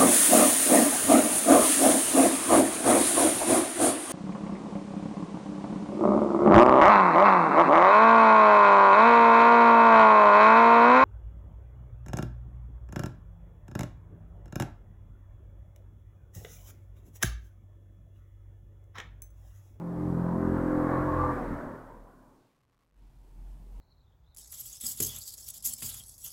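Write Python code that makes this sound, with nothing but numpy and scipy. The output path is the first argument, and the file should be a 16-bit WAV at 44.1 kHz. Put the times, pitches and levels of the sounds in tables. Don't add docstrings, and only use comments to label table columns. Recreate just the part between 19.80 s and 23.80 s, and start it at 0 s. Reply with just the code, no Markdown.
import sys
import numpy as np
from scipy import signal
from scipy.fft import rfft, irfft
from scipy.io import wavfile
from scipy.ndimage import uniform_filter1d

SR = 44100
rng = np.random.default_rng(int(sys.argv[2]) if len(sys.argv) > 2 else 0)


def dump_mix(stems):
    frames = np.atleast_2d(stems).T
    limited = np.clip(frames, -1, 1)
    pcm = np.round(limited * 32767).astype(np.int16)
    wavfile.write(sys.argv[1], SR, pcm)


N = 176400
T = np.arange(N) / SR

# time in seconds, level in dB.
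HISS_LEVEL = [(0, -74.5), (.25, -67.5), (.55, -67.5), (.78, -65), (1.5, -63), (1.75, -66.5), (2.1, -76),
              (2.55, -89), (2.75, -105), (3.1, -105), (3.3, -86), (3.7, -75), (3.85, -77.5), (4, -73)]
# frequency in Hz, relative level in dB.
HISS_EQ = [(100, 1.5), (3000, 3), (5800, -1), (8000, 0.5), (10500, -1), (13000, -2), (15700, -5)]
# time in seconds, level in dB.
RUMBLE_LEVEL = [(0, -70), (2.7, -76.5), (3.02, -85.5), (3.12, -78.5), (3.22, -62.5), (3.45, -61.5),
                (3.67, -55.5), (3.85, -58.5), (4, -54.5)]
# frequency in Hz, relative level in dB.
RUMBLE_EQ = [(20, -2.5), (60, -3), (90, -2.5), (135, 1.5), (200, -7), (290, -9.5), (400, -15.5), (700, -20),
             (930, -18.5), (1200, -29), (1600, -32.5), (3000, -39.5), (5000, -58), (15000, -61.5)]
# time in seconds, level in dB.
DRONE_LEVEL = [(2.7, -98.5), (3.1, -78.5), (3.19, -55.5), (3.28, -52), (3.32, -62.5), (3.4, -49.5),
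               (3.48, -56), (3.61, -43.5), (3.73, -42.5), (3.79, -49), (3.88, -46), (4, -40)]
# time in seconds, level in dB.
ROAR_LEVEL = [(0, -47.5), (.35, -40.5), (.7, -37.5), (1.12, -37), (1.5, -33.5), (1.75, -38), (1.95, -44),
              (2.2, -53.5), (2.42, -60), (2.56, -63.5), (2.68, -72.5), (2.75, -83), (3.1, -100)]
# frequency in Hz, relative level in dB.
ROAR_EQ = [(20, -3.5), (70, -9.5), (120, 0), (190, -7), (260, 1), (350, -2), (450, -3.5), (560, -2),
           (730, -8), (1000, -4.5), (1300, -13.5), (1700, -20), (2100, -29), (2700, -40.5), (4000, -55),
           (8000, -76)]
# frequency in Hz, relative level in dB.
CLOSE_EQ = [(20, -39.5), (600, -23), (900, -4.5), (1300, 1.5), (1650, 2), (2000, -5.5), (2400, -18.5),
            (3000, -33.5), (4300, -31), (7000, -56)]
# centre in Hz, width in Hz, peak time in seconds, spread in seconds,
# peak level in dB.
WHINE_BANDS = [(1110, 150, 1.19, 0.25, -37), (1164, 70, 1.44, 0.12, -35.5), (1085, 160, 1.392, .11, -34.5)]
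# time in seconds, firing rate in Hz.
FIRING_RATE = [(0, 42.8), (.68, 43.11), (1.07, 43.05), (1.25, 43.17), (1.45, 42.03), (1.68, 40.43),
               (1.9, 39.59), (2.05, 37.65), (2.7, 37.96)]
# time in seconds, level in dB.
BOOM_LEVEL = [(0, -64), (.35, -47), (.5, -50.5), (.72, -41.5), (.92, -44), (1.36, -40), (1.75, -45),
              (1.92, -63.5), (2.2, -51.5), (2.5, -67), (2.75, -97)]
# time in seconds, group level in dB.
BASS_LEVEL = [(0, -55), (.28, -40.5), (.5, -46.5), (.72, -37.5), (.9, -45), (1.2, -41), (1.4, -34.5),
              (1.52, -39.5), (1.6, -56.5), (1.74, -49), (1.92, -65), (2.2, -70.5), (2.7, -90)]
# time in seconds, group level of harmonics 4-9 in dB,
# resonance centre in Hz, smear from reflections from 0 to 1.
EXHAUST_BODY = [(0, -50, 164.4, 0.57), (.25, -41.5, 156, 0.58), (.5, -41, 162, .35), (.62, -40, 255.5, 0),
                (.8, -38.5, 270, 0), (.97, -39.5, 283, 0.1), (1.2, -44, 289, .7), (1.42, -49, 337, 0.78),
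                (1.58, -50, 281, 0.92), (1.73, -44, 242, .6), (1.77, -59.5, 237, 0.5),
                (1.92, -53.5, 234, .5), (2.05, -69.5, 252, 0.98), (2.55, -76.5, 284, 0.9),
                (2.8, -100, 292, 0.93)]
# time in seconds, group level in dB.
RASP_LEVEL = [(0, -55), (.3, -50.5), (.8, -42), (1.1, -36), (1.45, -42.5), (1.75, -52), (2.0, -68.5),
              (2.6, -96)]
# multiple of the firing rate, trim in dB.
HARMONIC_TRIM = [(2, -1), (3, 3), (4, -0.5), (5, -2.5), (6, -3), (7, 0.5), (8, -5.5), (9, -4.5),
                 (10, -15.5), (11, -10.5), (12, 1), (13, -10), (14, -16.5), (15, -6), (16, -19), (18, -13),
                 (21, -15.5), (27, -16), (40, -26.5), (47, -32.5)]


def amp(db):
    return 10 ** (np.asarray(db) / 20)


def curve(rows, column=1):
    rows = np.array(rows)
    return np.interp(T, rows[:, 0], rows[:, column])


def unit(x):
    return x / np.sqrt(np.mean(abs(x) ** 2) + 1e-20)


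def drift(rate_hz, size=1024):
    hz = np.fft.rfftfreq(size, N / SR / size)
    slow = irfft(rfft(rng.standard_normal(size)) * np.exp(-(hz / rate_hz) ** 2))
    return np.interp(T, np.linspace(0, N / SR, size), unit(slow))


def noise(eq, patchy_db, size=2048):
    hz = np.fft.rfftfreq(size, 1 / SR)
    eq_hz, eq_db = np.transpose(eq)
    tone_db = np.interp(np.log(hz + 1), np.log(eq_hz), eq_db)
    real, imag, patches = rng.standard_normal((3, N // 512 + 5, len(hz)))
    patches = uniform_filter1d(patches, size=8, axis=0)
    patches = unit(uniform_filter1d(patches, size=8, axis=1))
    frames = (real + 1j * imag) * amp(tone_db + patchy_db * patches)
    _, sound = signal.istft(frames.T, nperseg=size, noverlap=size * 3 // 4)
    return unit(sound[:N])


def hiss():
    return amp(curve(HISS_LEVEL)) * noise(HISS_EQ, patchy_db=1.0)


def distant_traffic(drone_hz=43.6, waver=0.03):
    pitch_hz = drone_hz * (1 + waver * drift(rate_hz=6.4))
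    phase = 2 * np.pi * np.cumsum(pitch_hz) / SR
    drone = np.sqrt(2) * amp(curve(DRONE_LEVEL)) * np.sin(phase)
    rumble = amp(curve(RUMBLE_LEVEL)) * noise(RUMBLE_EQ, patchy_db=2.0)
    return drone + rumble


def tyre_whine():
    out = np.zeros(N)
    for hz, width_hz, peak_s, spread_s, db in WHINE_BANDS:
        phase = 2 * np.pi * hz * T
        band = drift(width_hz / 2) * np.cos(phase) + drift(width_hz / 2) * np.sin(phase)
        swell = (1 + ((T - peak_s) / spread_s) ** 2) ** -1.5
        out += amp(db) * swell * band
    return out


def road_roar(firing_phase, closest_s=1.301, spread_s=0.358, bright_db=-43.5, flutter_db=0.53):
    dull = amp(curve(ROAR_LEVEL)) * noise(ROAR_EQ, patchy_db=3)
    nearness = np.exp(-((T - closest_s) / spread_s) ** 2 / 2)
    bright = amp(bright_db) * nearness * noise(CLOSE_EQ, patchy_db=3)
    throb = 1 + 0.077 * np.cos(firing_phase)
    flutter = amp(flutter_db * drift(rate_hz=12))
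    return (dull + bright) * throb * flutter


def exhaust(firing_phase, ring_db=8.5, ring_octaves=0.35, fading_db=2.5, fading_hz=3.5):
    firing_hz = curve(FIRING_RATE)
    ring_hz, smear = curve(EXHAUST_BODY, column=2), curve(EXHAUST_BODY, column=3)
    bass_db, body_db, rasp_db = curve(BASS_LEVEL), curve(EXHAUST_BODY), curve(RASP_LEVEL)
    harmonics, trims_db = np.transpose(HARMONIC_TRIM)
    out = amp(curve(BOOM_LEVEL) + fading_db * drift(rate_hz=8)) * np.cos(firing_phase)
    for k in range(2, 48):
        detune = np.log2(k * firing_hz / ring_hz) / ring_octaves
        if k < 4:
            db = bass_db
        elif k < 10:
            db = body_db + ring_db * np.exp(-detune ** 2)
        else:
            db = rasp_db
        scatter = rng.uniform(-np.pi, np.pi) * min((k / 12) ** 2, 1)
        slip = 1.5 * smear * drift(fading_hz)
        waver = 0.29 * np.sqrt(k / 6) * drift(rate_hz=12)
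        lag = np.arctan(detune) + scatter + slip + waver
        gain = amp(db + np.interp(k, harmonics, trims_db) + fading_db * drift(fading_hz))
        out += gain * np.cos(k * firing_phase - lag)
    return np.sqrt(2) * out


def scene():
    firing_phase = 2 * np.pi * np.cumsum(curve(FIRING_RATE)) / SR
    vehicle = exhaust(firing_phase) + road_roar(firing_phase) + tyre_whine()
    return (vehicle + distant_traffic() + hiss())[None]


def record(dry):
    step = amp(db=-66.2)
    coarse = (np.floor(dry / step) + .5) * step
    high_cut = signal.firwin(1023, cutoff=15750, window=("kaiser", 9), fs=SR)
    return signal.oaconvolve(coarse, high_cut[None], "same")


dry = scene()
out = record(dry)
dump_mix(out)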